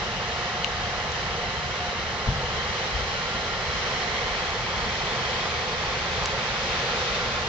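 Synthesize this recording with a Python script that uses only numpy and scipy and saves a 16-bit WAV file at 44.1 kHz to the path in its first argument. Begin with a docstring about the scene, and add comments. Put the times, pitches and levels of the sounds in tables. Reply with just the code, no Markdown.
"""A steady stereo rush of wake water and foam runs throughout, over a low engine rumble and faint machinery whines.
Shaped noise makes the water, its foam, the breaking waves and the drone; drifting sines make the hum and whines.
A near surface colours the rush with a delayed copy, whose comb climbs as the microphone turns.
A drone builds as another boat draws near. The deck thumps, with three weaker blows close behind, as ringing modes;
wind puffs on the microphone as short bass swells; its case ticks in the hand as tiny bright snaps."""
import sys
import numpy as np
from scipy import signal
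from scipy.fft import rfft, irfft, next_fast_len
from scipy.io import wavfile
from scipy.ndimage import uniform_filter1d, map_coordinates

SR = 44100
rng = np.random.default_rng(int(sys.argv[2]) if len(sys.argv) > 2 else 0)


def unload_audio(sound):
    """Save the sound as a 16-bit wav file, at the path given as the first command line argument."""
    columns = np.transpose(np.atleast_2d(sound))
    # keep every value between -1 and 1, then stretch to whole-number steps
    steps = np.round(np.clip(columns, -1, 1) * 32767)
    wavfile.write(sys.argv[1], SR, steps.astype(np.int16))


N = 329868


def amp(db):
    """Decibels to gain."""
    return 10 ** (np.asarray(db) / 20)


def unit(x):
    """Scale to rms 1, over both channels together if there are two."""
    return x / np.sqrt(np.mean(x ** 2) + 1e-20)


def along(rows, hz):
    """Each column of a table, read on a log-frequency axis."""
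    table_hz, *columns = np.transpose(rows)
    return np.array([np.interp(np.log(hz + 1), np.log(table_hz + 1), column) for column in columns])


def curves(rows):
    """One value per sample for each column after the time."""
    table_s, *columns = np.transpose(rows)
    return [np.interp(np.arange(N) / SR, table_s, column) for column in columns]


def wobble(rate):
    """A smooth random curve, rate knots a second."""
    knots = rng.standard_normal(int(N * rate / SR) + 4)
    return map_coordinates(knots, [np.arange(N) * rate / SR])


def filtered(x, response):
    """x shaped by a response of frequency."""
    padded = next_fast_len(N + SR // 2)
    spectrum = rfft(x, padded) * response(np.fft.rfftfreq(padded, 1 / SR))
    return irfft(spectrum, padded)[..., :N]


def lowpass(hz, edge_hz, order):
    """Gain of a smooth low-pass; around a shifted zero it becomes a band."""
    return 1 / np.sqrt(1 + (hz / edge_hz) ** (2 * order))


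def since(s):
    """Seconds since the moment s, zero before it."""
    return np.maximum(np.arange(N) / SR - s, 0)


def bump(s, half_length_s):
    """A bell-shaped swell and ebb centred on the moment s."""
    return np.exp(-((since(0) - s) / half_length_s) ** 2)


def panned(db, pan_db):
    """Left and right gains whose levels differ by pan_db, left louder if positive."""
    return amp([[db + pan_db / 2], [db - pan_db / 2]])


def drift(db_per_s):
    """A steady change of level in dB, zero halfway through."""
    return db_per_s * (since(0) - N / SR / 2)


def tone(hz, width_hz):
    """An unsteady tone near rms 1 whose phase wanders faster with more width."""
    phase = 2 * np.pi * hz * since(0) + 0.75 * wobble(2 * width_hz)
    return np.sqrt(2) * np.sin(phase)


# how the two microphone ports agree: pitch_hz [Hz], likeness [0-1], left_lead_rad [radians]
PORT_LIKENESS = [(50, .99, -.7), (250, .97, -.3), (550, .96, -.1), (1100, .81, -.4), (1400, .6, -1.3),
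                 (1700, .35, -1.4), (1950, .31, .2), (2350, .6, 1.6), (3000, .2, 1.1), (3500, .32, -1.1),
                 (4300, .28, -.3), (5400, .2, -1.4), (5900, .15, -3.9), (6800, .39, -3.6)]


def at_ports(pair):
    """Two unrelated noises become left and right, partly alike and shifted in phase."""
    def mixing(hz):
        alike, _ = along(PORT_LIKENESS, hz)
        turn = np.arccos(np.clip(alike, 0, 1)) / 2
        return np.array([np.cos(turn), np.sin(turn)])

    def phase_lead(hz):
        _, lead = along(PORT_LIKENESS, hz)
        return np.exp(.5j * np.outer([1, -1], lead))

    mid, side = filtered(pair, mixing)
    return filtered(np.array([mid + side, mid - side]), phase_lead)


# colour of the engine rumble, its shape only: pitch_hz [Hz], level_db [dB per Hz]
RUMBLE_COLOUR = [(12, -40.5), (25, -8.5), (45, -1), (75, 1.5), (97, -4), (125, -0.5), (170, -3), (230, -9),
                 (400, -34.5), (900, -100)]
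# engine tones: pitch_hz [Hz], level_db [dB rms], width_hz [Hz]
ENGINE_TONES = [(81.2, -48.5, 5), (115.5, -51.5, 3.7)]
# rumble level halfway through (dB), and its slow rise as the other boat draws near (dB per s)
RUMBLE_DB, RUMBLE_RISE_DB_PER_S = -38, 0.18


def engines():
    """Engines running evenly through the hull: a bed of low noise and a few humming tones."""
    noise = at_ports(rng.standard_normal((2, N)))
    rumble = unit(filtered(noise, lambda hz: amp(along(RUMBLE_COLOUR, hz))))
    hum = sum(amp(db) * tone(hz, width_hz) for hz, db, width_hz in ENGINE_TONES)
    return rumble * amp(RUMBLE_DB + drift(RUMBLE_RISE_DB_PER_S)) + hum


# machinery whines by name: pitch_hz [Hz], width_hz [Hz], roughness [0-1],
# rest_db [dB, halfway through], drift_db_per_s [dB per s]
WHINE_VOICES = {"low": (717, 10, .2, -53, -1.05), "middle": (1017, 8, 0.35, -53, 1.5),
                "high": (1388, 5, 0.04, -54.5, 0)}
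# the wind carries one whine closer: centre_s [s], whine [name], rise_db [dB], half_length_s [s]
WHINE_SWELLS = [(.45, "low", 7.5, 0.75), (1.45, "low", 7, 0.25), (1.82, "low", 12, 0.21),
                (3.42, "high", 11, 0.44), (4.13, "low", 11.5, 0.24), (4.15, "middle", 9, 0.25),
                (5.26, "middle", 9, 0.28), (5.55, "low", 8.5, 0.5), (7.1, "high", 10.5, 0.36)]


def machinery():
    """Thin whines, part tone and part narrow noise flutter, that swell now and then on the wind."""
    out = np.zeros(N)
    for name, (hz, width_hz, rough, rest_db, db_per_s) in WHINE_VOICES.items():
        flutter = unit(filtered(rng.standard_normal(N), lambda f: lowpass(f - hz, width_hz, order=3)))
        share = np.clip(rough, 0, 1)
        whine_sound = np.sqrt(1 - share) * tone(hz, width_hz) + np.sqrt(share) * flutter
        swell_db = sum(db * bump(s, length) for s, whine, db, length in WHINE_SWELLS if whine == name)
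        level_db = rest_db + drift(db_per_s) + swell_db + .8 * wobble(10)
        out += amp(level_db) * whine_sound
    return out


# strength of the wake at the deck, used relative to its mean: time_s [s], level_db [dB]
WAKE_FLOW = [(0.05, -34), (0.48, -33.5), (1.05, -34), (1.85, -34), (2.25, -34.5), (2.69, -33), (3.63, -33),
             (3.92, -31.5), (4.22, -32), (4.6, -33), (5.27, -31.5), (5.9, -32.5), (6.35, -32), (6.7, -31),
             (7.15, -31.5), (7.4, -32)]


def flow():
    """How far the wake's strength lies above its mean, in dB; it drives rush, hiss and drone."""
    db, = curves(WAKE_FLOW)
    return db - db.mean()


# level at mean flow, halfway through (dB); growth with the flow (dB per dB)
DRONE_DB, DRONE_GROWS = -46.5, 1.4
# steady build as the other boat draws near (dB per s)
DRONE_RISE_DB_PER_S = 1.13


def drone(centre_hz, width_hz):
    """One broad resonance of the churning water, following the flow and slowly growing."""
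    band = filtered(rng.standard_normal(N), lambda hz: lowpass(hz - centre_hz, width_hz / 2, order=2))
    return unit(band) * amp(DRONE_DB + DRONE_GROWS * flow() + drift(DRONE_RISE_DB_PER_S))


# puffs of wind on the ports: centre_s [s], level_db [dB], pitch_hz [Hz], half_length_s [s]
WIND_PUFFS = [(2.957, -28.5, 52, .026), (3.031, -32, 58, .016), (3.08, -39, 80, .025)]
# broken air around a puff: level against the puff (dB), upper edge (Hz), length over the puff's
EDDY_DB, EDDY_HZ, EDDY_STRETCH = -13, 130, 2.4


def puffs():
    """An eddy crosses the ports: a soft swell of a few slow cycles inside a longer patch of broken air."""
    out = np.zeros(N)
    air_band = lambda f: lowpass(f, EDDY_HZ, order=4) * (1 - lowpass(f, 25, order=3))
    for s, db, hz, length in WIND_PUFFS:
        swell = bump(s, length) * np.sin(2 * np.pi * hz * (since(0) - s))
        air = unit(filtered(rng.standard_normal(N), air_band))
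        out += amp(db) * (swell + amp(EDDY_DB) * air * bump(s, EDDY_STRETCH * length))
    return out


# ticks of the case: start_s [s], level_db [dB], centre_hz [Hz], spread [octaves],
# crack_db and push_db [dB against the tick], pan_db [dB, left over right]
CASE_TICKS = [(0.6452, -13, 2950, 0.62, -14, -3, 12), (0.646, -20, 2000, .5, -10, -14, -2),
              (1.1194, -27, 7260, .5, -5, 2, -7), (4.505, -28, 5000, .8, -2, 6, 5),
              (6.2368, -25, 6900, .8, -2, 5, 2), (6.2581, -18.5, 6900, 1.0, -3, 13, -1),
              (6.2617, -29, 6000, 1.3, 0, 7, 0)]
# modes of the case: pitch_hz [Hz], level_db [dB], t60 [s]
CASE_MODES = [(1900, -4, 0.007), (2890, 1, 0.011), (4130, -2, 0.0044), (5700, -14, 0.005),
              (7300, -2, 0.0059)]
# half length of a tick's push (s)
PUSH_S = .000036


def ticks():
    """Tiny snaps of plastic: a sharp push, short case modes near the snap's own pitch, and a faint crack."""
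    out = np.zeros((2, N))
    for s, db, centre_hz, spread, crack_db, push_db, pan_db in CASE_TICKS:
        t = since(s)
        ring = np.zeros(N)
        for k, (hz, level, t60) in enumerate(CASE_MODES):
            stirred = np.exp(-(np.log2(hz / centre_hz) / spread) ** 2)
            ring += (-1) ** k * stirred * amp(level - 60 * t / t60) * np.sin(2 * np.pi * hz * t)
        grit = unit(filtered(rng.standard_normal(N), lambda f: lowpass(f, 1.9 * centre_hz, order=3)))
        crack = grit * amp(crack_db - 60 * t / 0.011)
        snap = (ring + crack) * (1 - np.exp(-t / 0.0001))
        push = amp(push_db) * bump(s + .0004, PUSH_S)
        out += panned(db, pan_db) * (snap - push)
    # so small a part radiates no bass
    return filtered(out, lambda hz: 1 - lowpass(hz, 900, order=3))


# blows on the deck: start_s [s], level_db [dB], contact_softness_hz [cut-off, Hz]
DECK_BLOWS = [(2.275, -14, 225), (2.368, -30, 200), (2.43, -29.5, 600), (2.49, -34, 180)]
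# modes of the deck: pitch_hz [Hz], level_db [dB], t60 [s]
DECK_MODES = [(48.6, -2.5, 0.22), (81.4, -9, 0.22), (111, 1, 0.071), (136.2, -7, 0.29), (185, -8.5, 0.14),
              (217, -9, .09), (490, 8, .08)]
# the shudder after a blow: level against the blow (dB), centre and width (Hz), t60 (s)
SHUDDER_DB, SHUDDER_HZ, SHUDDER_WIDTH_HZ, SHUDDER_T60_S = -16.5, 125, 110, 0.72


def thumps():
    """Blows ring the deck and leave it shuddering; a soft contact stirs only low modes, a hard one also knocks."""
    out = np.zeros(N)
    shudder_band = lambda hz: lowpass(hz - SHUDDER_HZ, SHUDDER_WIDTH_HZ / 2, order=4)
    for s, db, soft_hz in DECK_BLOWS:
        t = since(s)
        ring = np.zeros(N)
        # neighbouring modes move in opposite directions, so the boom builds over a few milliseconds
        for k, (hz, level, t60) in enumerate(DECK_MODES):
            ring += (-1) ** k * amp(level - 60 * t / t60) * np.sin(2 * np.pi * hz * t)
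        shudder = unit(filtered(rng.standard_normal(N), shudder_band))
        boom = ring + shudder * amp(SHUDDER_DB - 60 * t / SHUDDER_T60_S)
        onset = 1 - np.exp(-t / 0.0015)
        contact = lambda hz: lowpass(hz, soft_hz, order=6) * (1 - lowpass(hz, 22, order=3))
        out += amp(db) * filtered(boom * onset, contact)
    return out


def churn(patchy_db):
    """Two noises with short patches of random gain in time and pitch, shared by both."""
    spectra = signal.stft(rng.standard_normal((2, N)), nperseg=512)[2]
    field = rng.standard_normal(spectra.shape[1:])
    field = uniform_filter1d(field, size=7, axis=0)  # smooth across pitch
    field = uniform_filter1d(field, size=14, axis=1)  # smooth across time
    return signal.istft(spectra * amp(patchy_db * unit(field)), nperseg=512)[1][:, :N]


# waves breaking in the wake: centre_s [s], level_db [dB], centre_hz [Hz], width_hz [Hz],
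# half_length_s [s], pan_db [dB, left over right]
BREAKING_WAVES = [(2.95, -45, 820, 160, .4, 0), (4.1, -41, 2050, 453, 0.34, -6),
                  (5.5, -48, 410, 140, .45, 0), (6.88, -39, 3700, 1700, 0.46, 1),
                  (7.077, -39.5, 1300, 600, 0.38, -4)]


def surges():
    """A breaking wave lifts one band of the rush, swelling and ebbing, rougher than the steady water."""
    out = np.zeros((2, N))
    for s, db, centre_hz, width_hz, length, pan_db in BREAKING_WAVES:
        band = lambda hz: lowpass(hz - centre_hz, width_hz / 2, order=2)
        foam = unit(filtered(churn(patchy_db=1.0), band))
        out += panned(db, pan_db) * foam * amp(.7 * wobble(8.7)) * bump(s, length)
    return out


# colour of the rush at the ports, shape and balance only: pitch_hz [Hz], left_db and right_db [dB per Hz]
WASH_COLOUR = [(200, -8, -6), (385, -7.5, -7), (481, -2.5, -2), (603, -10.5, -4.5), (790, -3, -4),
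               (1100, -5, -4), (1380, -7, -4), (1480, -11, -4.5), (1700, -9, -3.5), (1956, -10.5, -3),
               (2430, -6.5, -12), (3160, -6.5, -17), (4000, -13, -9.5), (4980, -19.5, -13.5),
               (5760, -23.5, -13.5), (6730, -23.5, -21.5)]
# level at mean flow (dB), growth with the flow (dB per dB): foam hiss answers more than the rush
RUSH_DB, RUSH_GROWS = -31.5, 0.55
HISS_DB, HISS_GROWS = -31, 1.17


def water():
    """The broad rush of the wake with its foam hiss above; more flow is louder and brighter."""
    colour = lambda hz: amp(along(WASH_COLOUR, hz)) * (1 - lowpass(hz, 145, order=4))
    wash = filtered(at_ports(churn(patchy_db=0.52)), colour)
    body = filtered(wash, lambda hz: lowpass(hz, 1653, order=6))
    foam = wash - body
    rush_db = RUSH_DB + RUSH_GROWS * flow() + 0.27 * wobble(5.8)
    hiss_db = HISS_DB + HISS_GROWS * flow() + .25 * wobble(9)
    return unit(body) * amp(rush_db) + unit(foam) * amp(hiss_db)


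# the near reflection as the microphone turns: time_s [s], extra_path_m [m], level_db [dB, before its band filter]
REFLECTION_PATH = [(0, 0.35, -12), (3.8, 0.33, -10), (5.3, 0.31, -12), (6.2, 0.293, -14.5),
                   (7.48, .272, -18)]


def reflected(x):
    """A near surface adds a late copy: a comb whose teeth climb as the path shortens."""
    path_m, echo_db = curves(REFLECTION_PATH)
    late = np.arange(N) - path_m / 343 * SR  # sound travels 343 m/s
    echo = np.array([map_coordinates(side, [late]) for side in x])
    echo = filtered(echo, lambda hz: lowpass(hz, 3700, order=4) * (1 - lowpass(hz, 1700, order=3)))
    return x + amp(echo_db) * echo


def scene():
    """Everything that reaches the two ports; the left one takes more of the deep bass."""
    bass_tilt = lambda hz: amp(np.outer([1, -1], 2.3 * lowpass(hz, 70, order=2)))
    bass = filtered(engines() + thumps() + puffs(), bass_tilt)
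    rush = reflected(water()) + surges() + drone(centre_hz=521, width_hz=114)
    return rush + bass + machinery() + ticks()


# highest pitch kept (Hz)
TOP_HZ = 8750


def record(dry):
    """Overall colour of the sound: two narrow hollows and a steep fall at the top."""
    def hollow(hz, centre_hz, width_hz, depth_db):
        return amp(-depth_db * np.exp(-((hz - centre_hz) / width_hz) ** 2))

    def response(hz):
        hollows = hollow(hz, 294.6, 39.5, 11.2) * hollow(hz, 976, 25.6, 8.7)
        return hollows * lowpass(hz, 7185, order=18)

    sound = filtered(dry, response)
    return filtered(sound, lambda hz: lowpass(hz, TOP_HZ, order=60))


dry = scene()
out = record(dry)
unload_audio(out)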